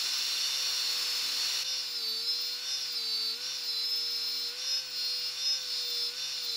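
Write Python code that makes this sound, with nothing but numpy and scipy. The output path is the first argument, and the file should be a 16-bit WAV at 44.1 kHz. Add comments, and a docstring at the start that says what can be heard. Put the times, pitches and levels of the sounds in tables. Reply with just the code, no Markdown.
"""Outdoors, close by: a corded angle grinder with a wire cup brush skims a steel plate, which is then pressed in
again and again. The motor drives the spindle through bevel gears; each touch drags the speed down and slides the
gear whine, built from sines, across the fixed resonances of the gear housing. Filtered noise makes the tooth
clatter, bristle swish and ticks; a wavering sine makes a high motor whistle."""
import sys
import numpy as np
from scipy import signal
from scipy.fft import rfft, irfft, next_fast_len
from scipy.io import wavfile

SR = 44100
rng = np.random.default_rng(int(sys.argv[2]) if len(sys.argv) > 2 else 0)


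def to_wav(s):
    """Save 16-bit WAV."""
    ch = np.atleast_2d(s).T  # columns
    pcm = np.round(np.clip(ch, -1, 1) * 32767)  # PCM
    wavfile.write(sys.argv[1], SR, pcm.astype(np.int16))


N = 289296
TIME_S = np.arange(N) / SR

# Unbalance of the two shafts. Each row: cycles per motor turn, cycles per spindle turn, mean level in dB at load 0,
# change in dB per unit of load.
HUM_PARTIALS = [(0, 1, -74, -4), (0, 2, -72, 4), (1, -1, -75, 0), (0, 3, -79, 0), (1, 0, -62, 3),
                (1, 2, -72.5, -8), (2, -1, -79, 6), (2, 0, -76, 0), (3, -1, -73, -2), (3, 0, -60, -4),
                (3, 1, -72, -2), (4, 0, -71, -2), (0, 18, -60, -2)]
# Gear partials before drive and housing. Each row: cycles per motor turn, cycles per spindle turn,
# relative level in dB at load 0, change in dB per unit of load.
GEAR_PARTIALS = [(0, 19, -55, -12), (6, -2, -52, -15), (6, -1, -50, -13), (6, 0, -59, 3), (7, -1, -59, -7),
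                 (7, 0, -53, -4), (8, -3, -58, -11), (8, -2, -57, 2), (8, 0, -57, 5), (0, 30, -58, -3),
                 (9, -3, -59, -6), (8, 1, -62, -8), (9, -2, -64, 0), (8, 2, -57, 0), (9, -1, -46.5, 0),
                 (0, 33, -58, 0), (9, 0, -49.5, 4), (9, 1, -60, 2), (10, -2, -69, 7), (9, 2, -66, 8),
                 (10, -1, -64, 12), (10, 0, -47.5, 3), (10, 1, -52, 1), (11, -2, -62, 2), (10, 2, -54, 0),
                 (11, -1, -58, 1), (10, 3, -63, 4), (11, 0, -44.5, 6), (11, 1, -50, -3), (11, 2, -65, -10),
                 (12, 0, -55, -1), (13, 0, -66, 7), (14, 0, -66, 6), (19, 0, -72, 9), (20, -1, -75, 10),
                 (20, 0, -73, 9), (20, 1, -77, 9)]
# Resonances of the gear housing. Each row: centre in Hz, width in Hz, peak gain in dB.
HOUSING_MODES = [(3592, 78, 8), (4076, 85, 9), (4428, 230, 5), (5171.4, 40.6, 14), (5736, 190, 4.5),
                 (6440, 40, 7), (7000, 98, 5.5), (7240, 240, 6), (9420, 110, 3), (10140, 76, 0),
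                 (10820, 99, -1.5), (11400, 200, 0), (12600, 250, -1.5), (13900, 170, -9.5)]
# Noise colours ahead of the housing: bristles and air, knocking teeth, wire tips.
# Each row: frequency in Hz, relative gain in dB.
SWISH_COLOUR = [(30, -51), (100, -37), (200, -21.5), (350, -16), (650, -16.5), (1100, -5), (1450, -5),
                (1700, -6), (2200, -3.5), (2800, 1.5), (3300, -4.5), (4200, -29), (8000, -41)]
CLATTER_COLOUR = [(1000, -19.5), (2800, -23), (3300, -2.5), (3600, 4), (4200, 4.5), (5000, 3), (5800, -3),
                  (6600, -8.5), (9000, -22)]
TICK_COLOUR = [(3000, -24), (5500, -6), (6200, 3.5), (7000, -1.5), (8200, 0), (10000, -3), (11500, -2.5),
               (13500, -3), (15500, -4.5)]
# Wire tips skim the plate face: much swish, little drag. Each row: time in seconds, mean drag on the motor in Hz.
SKIM_DRAG = [(0, 17), (.45, 5.5), (.85, 22.7), (1.17, 27.7), (1.36, 13.7), (1.62, 10)]
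# The plate pressed into the brush, sometimes shifted straight to a new spot.
# Each row: start in seconds, end in seconds, attack in seconds, mean drag at first in Hz, mean drag at last in Hz,
# tooth mesh in dB, pinion wobble in dB, crown wheel wobble in dB, tooth clatter in dB,
# brief change of the whine on biting in dB, on letting go in dB.
PRESSES = [(1.683, 2.189, 0.33, 74.66, 61.26, 3, -9, -4.5, -42, 3, -3.5),
           (2.203, 2.545, 0.023, 44.87, 27.51, 4, -0.5, 0, -45.5, -2.5, -7),
           (2.716, 3.32, 0.25, 63.3, 64.62, 5, -6, -4, -42.5, 1, -13),
           (3.48, 3.829, 0.17, 62.87, 49.73, 2.5, -5.5, -2.5, -42.5, 0.5, -5),
           (3.836, 4.49, 0.031, 44.1, 42.47, 0, -1.7, -0.3, -43, -0.8, -11),
           (4.776, 5.282, 0.099, 33.48, 26.7, 7, -1.5, 2.5, -46, -14, -5.5),
           (5.531, 5.798, .114, 38.3, 21.87, 6, 1.5, -4, -39, -5.5, -.7),
           (5.791, 6.078, .037, 41.6, 46.4, 3, -1.4, 1.2, -41.5, 0, -9),
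           (6.246, 6.56, 0.2, 55.96, 65.13, -2, -9, -1.5, -38, 0.5, 0)]

PINION_TEETH, WHEEL_TEETH, MAINS_HZ = 10, 37, 50
WHISTLE_ORDER = 31  # cycles per motor turn
TOP_SPEED_HZ, INERTIA_S = 518.2, 0.077  # motor turns per second without drag; time constant
LOAD_0_HZ, LOAD_1_HZ = 504.2, 468.5  # motor speeds under light and heavy load
SKIM_END_S, SKIM_RELEASE_S, PRESS_RELEASE_S = 1.628, 0.0088, 0.037
HAND_WAVER, HAND_RATE_HZ = 0.0246, 16  # unsteady hand: share of the drag, changes per second
SWELL_DB, SWELL_RATE_HZ = 0.6, 16  # random swell of the whine, growing with load up to load 1
# In the air, skimming; the pressed levels are in PRESSES.
MESH_DB, PINION_DB, CROWN_DB, CLATTER_DB = (6.5, 5), (1, 1.7), (-4, 0.7), (-43, -37.5)
# In the air, skimming, pressed.
SWISH_DB, TICK_DB, WHISTLE_DB = (-48.5, -42.5, -50), (-53, -44, -53.5), (-70, -58.5, -60)
SKIM_BITE_DB = 1  # extra swish while skimming, per unit of load
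# Teeth run slack as the load comes or goes: delay in seconds, half length in seconds.
PRESS_SLACK_S, RELEASE_SLACK_S, SKIM_SLACK_S = (0.097, 0.072), (0.053, 0.045), (0.011, 0.0061)
SKIM_SLACK_DB = -13
SLACK_ROUGH_SHARE = 0.14  # share of the slack in the clatter and bristle noise
# Centre in Hz, width in Hz, gain in dB.
HOUSING_NOTCH = (5084, 77, -8)  # dead spot just below the strongest resonance
WHISTLE_MODE = (14900, 300, 8.1)  # the motor whistle glides through it
TOP_HZ = 15700


def undb(db):
    """Decibels to gain."""
    return 10 ** (np.asarray(db) / 20)


def unit(x):
    """Scale to rms 1."""
    return x / np.sqrt(np.mean(x ** 2))


def walk(rate_hz):
    """Smooth chance with a spread near 1, turning about rate_hz times a second."""
    return 1.2 * np.interp(TIME_S * rate_hz, np.arange(4096), rng.standard_normal(4096))


def tone(turns):
    """Sine of rms 1 starting at a random phase."""
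    phase = 2 * np.pi * ((turns + rng.random()) % 1)
    return np.sqrt(2) * np.sin(phase.astype(np.float32))


def bell(hz, centre_hz, width_hz, db):
    """Resonance peak or notch, in dB."""
    return db / (1 + (2 * (hz - centre_hz) / width_hz) ** 2)


def dip(event_s, delay_s, half_s):
    """Short bump, 0 to 1, peaking delay_s after the event."""
    return np.exp(-np.minimum(np.abs(TIME_S - event_s - delay_s) / half_s, 10) ** 2)


def shape(x, gain_at):
    """Filter by a gain that depends on frequency."""
    size = next_fast_len(N + SR // 10)
    hz = np.arange(size // 2 + 1) * SR / size + 1  # +1 keeps log(hz) finite
    return irfft(rfft(x, size) * gain_at(hz), size)[:N]


def colour(x, points):
    """Filter by (Hz, dB) points, straight lines over log frequency."""
    point_hz, point_db = np.transpose(points)
    return shape(x, lambda hz: undb(np.interp(np.log(hz), np.log(point_hz), point_db)))


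def housing(x, between_db=-5):
    """Cast gear head: the power of the resonance peaks adds to an even response."""
    def gain_at(hz):
        power = undb(between_db) ** 2
        for centre_hz, width_hz, db in HOUSING_MODES:
            power = power + undb(db) ** 2 / (1 + (2 * (hz - centre_hz) / width_hz) ** 2)
        return np.sqrt(power)
    return shape(x, gain_at)


def skimming():
    """1 while the bristles skim the plate, then 0."""
    return np.clip(1 - (TIME_S - SKIM_END_S) / SKIM_RELEASE_S, 0, 1)


def contact(start_s, end_s, attack_s):
    """One press, 0 to 1: attack, hold, release."""
    attack = np.clip((TIME_S - start_s) / attack_s, 0, 1)
    return attack * np.clip(1 - (TIME_S - end_s) / PRESS_RELEASE_S, 0, 1)


def by_contact(air_db, skim_db, press_db):
    """Level moving between air, skimming and pressing (press_db: one value, or one per press)."""
    db = air_db + (skim_db - air_db) * skimming()
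    for (start_s, end_s, attack_s, *_), pressed_db in zip(PRESSES, np.broadcast_to(press_db, len(PRESSES))):
        db = db + (pressed_db - air_db) * contact(start_s, end_s, attack_s)
    return db


def motor_speed():
    """Drag pulls the motor below its top speed; rotor inertia smooths every change."""
    drag_hz = np.interp(TIME_S, *np.transpose(SKIM_DRAG)) * skimming()
    for start_s, end_s, attack_s, first_hz, last_hz, *_ in PRESSES:
        press_hz = np.interp(TIME_S, [start_s + attack_s, end_s], [first_hz, last_hz])
        drag_hz = drag_hz + contact(start_s, end_s, attack_s) * press_hz
    drag_hz = drag_hz * (1 + HAND_WAVER * walk(HAND_RATE_HZ))
    keep = np.exp(-1 / (INERTIA_S * SR))
    lagged_hz = drag_hz[0] + signal.lfilter([1 - keep], [1, -keep], drag_hz - drag_hz[0])
    return TOP_SPEED_HZ - lagged_hz


def slack():
    """Brief level change in dB, mostly a drop, as the teeth lose their grip at each change of load."""
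    db = SKIM_SLACK_DB * dip(SKIM_END_S, *SKIM_SLACK_S)
    for start_s, end_s, *_, bite_db, release_db in PRESSES:
        db = db + bite_db * dip(start_s, *PRESS_SLACK_S)
        db = db + release_db * dip(end_s, *RELEASE_SLACK_S)
    return db


def hum(motor, spindle, load, waver_db=2.0):
    """Low tones of the unbalanced rotor and brush, at sums of shaft rates."""
    out = 0
    for a, b, db, load_db in HUM_PARTIALS:
        level_db = db + load_db * load + waver_db * walk(8)
        out = out + undb(level_db) * tone(a * motor + b * spindle)
    return out


def motor_whistle(motor, motor_hz, load, ripple_turns=0.09, flutter_turns=0.08, flicker_db=3.5, pulsing=0.12,
                  load_db=2):
    """High whistle locked to the motor, flickering, louder under load; torque pulses twice per mains cycle shake it."""
    level_db = by_contact(*WHISTLE_DB) + bell(WHISTLE_ORDER * motor_hz, *WHISTLE_MODE)
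    level_db = level_db + load_db * np.minimum(load, 1) + flicker_db * walk(55)
    torque = tone(2 * MAINS_HZ * TIME_S)
    turns = WHISTLE_ORDER * motor + ripple_turns * torque + flutter_turns * walk(120)
    return undb(level_db) * (1 + pulsing * torque) * tone(turns)


def ticks(spindle, per_second=20000, scatter_db=1.0, sway=0.086):
    """Thousands of wire tips flick and scratch at random, merging into a hiss."""
    hits = rng.random(N) < per_second / SR
    flicks = hits * rng.standard_normal(N) * undb(scatter_db * rng.exponential(size=N))
    return unit(housing(colour(flicks * (1 + sway * tone(spindle)), TICK_COLOUR)))


def swish(motor, spindle, brush_sway=0.054, motor_sway=0.029, flutter_db=0.5):
    """Bristles and air rush round: noise pulsing with each turn of both shafts."""
    air = rng.standard_normal(N) * (1 + brush_sway * tone(spindle)) * (1 + motor_sway * tone(motor))
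    return unit(housing(colour(air * undb(flutter_db * walk(60)), SWISH_COLOUR)))


def clatter(motor, spindle, pinion_sway=0.1, wheel_sway=0.14):
    """Teeth knock in their backlash, harder once per turn of each shaft, and ring the housing."""
    knocks = rng.standard_normal(N) * (1 + pinion_sway * tone(motor)) * (1 + wheel_sway * tone(spindle))
    return unit(housing(colour(knocks, CLATTER_COLOUR)))


def tooth_edges(motor, spindle, pinion_db, level_db=-55, fall_db=-0.25, waver_db=4, wobble=0.72):
    """Tooth differences repeat every motor turn: a thin buzz of harmonics following the pinion level by half."""
    out = 0
    for k in range(PINION_TEETH + PINION_TEETH // 2, 3 * PINION_TEETH):
        sway = 1 + wobble * (tone(spindle) + tone(2 * spindle) / 2)
        out = out + undb(fall_db * k + waver_db * walk(10)) * sway * tone(k * motor)
    return undb(level_db + pinion_db / 2) * unit(out)


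def whine(motor, spindle, load, mesh_db, pinion_db, crown_db, waver_db=2.2, slip_turns=0.022, flutter_db=1.1):
    """Tooth mesh with sidebands, as neither pinion nor wheel runs true; load shifts their balance."""
    out = 0
    for a, b, db, load_db in GEAR_PARTIALS:
        if b:  # the brush shakes the wheel: its sidebands come and go
            drive_db = crown_db + waver_db * walk(9)
        elif a % PINION_TEETH:
            drive_db = pinion_db
        else:
            drive_db = mesh_db
        # backlash: flutter in strength, slip in phase
        flutter = undb(flutter_db * walk(45))
        partial = flutter * tone(a * motor + b * spindle + slip_turns * walk(50))
        out = out + undb(db + load_db * load + drive_db) * partial
    return out


def scene():
    """One motor speed turns everything; open air adds no echo."""
    motor_hz = motor_speed()
    load = (LOAD_0_HZ - motor_hz) / (LOAD_0_HZ - LOAD_1_HZ)
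    motor = np.cumsum(motor_hz) / SR  # turns
    spindle = motor * PINION_TEETH / WHEEL_TEETH
    *_, press_mesh_db, press_pinion_db, press_crown_db, press_clatter_db, _, _ = np.transpose(PRESSES)
    slack_db = slack()

    swish_db = by_contact(*SWISH_DB) + SKIM_BITE_DB * load * skimming()
    rough = undb(swish_db) * swish(motor, spindle)
    rough = rough + undb(by_contact(*CLATTER_DB, press_clatter_db)) * clatter(motor, spindle)
    rough = rough + undb(by_contact(*TICK_DB)) * ticks(spindle)
    rough = undb(SLACK_ROUGH_SHARE * slack_db) * rough

    mesh_db = by_contact(*MESH_DB, press_mesh_db) + slack_db
    pinion_db = by_contact(*PINION_DB, press_pinion_db) + slack_db
    crown_db = by_contact(*CROWN_DB, press_crown_db) + slack_db / 2
    teeth = whine(motor, spindle, load, mesh_db, pinion_db, crown_db) + tooth_edges(motor, spindle, pinion_db)
    gears = housing(teeth) * undb(SWELL_DB * np.clip(load, 0, 1) * walk(SWELL_RATE_HZ))
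    gears = shape(gears, lambda hz: undb(bell(hz, *HOUSING_NOTCH)))
    return (hum(motor, spindle, load) + motor_whistle(motor, motor_hz, load) + rough + gears)[None]


def record(dry):
    """Very steep low-pass at TOP_HZ."""
    return shape(dry[0], lambda hz: 1 / np.sqrt(1 + (hz / TOP_HZ) ** 800))[None]


dry = scene()
out = record(dry)
to_wav(out)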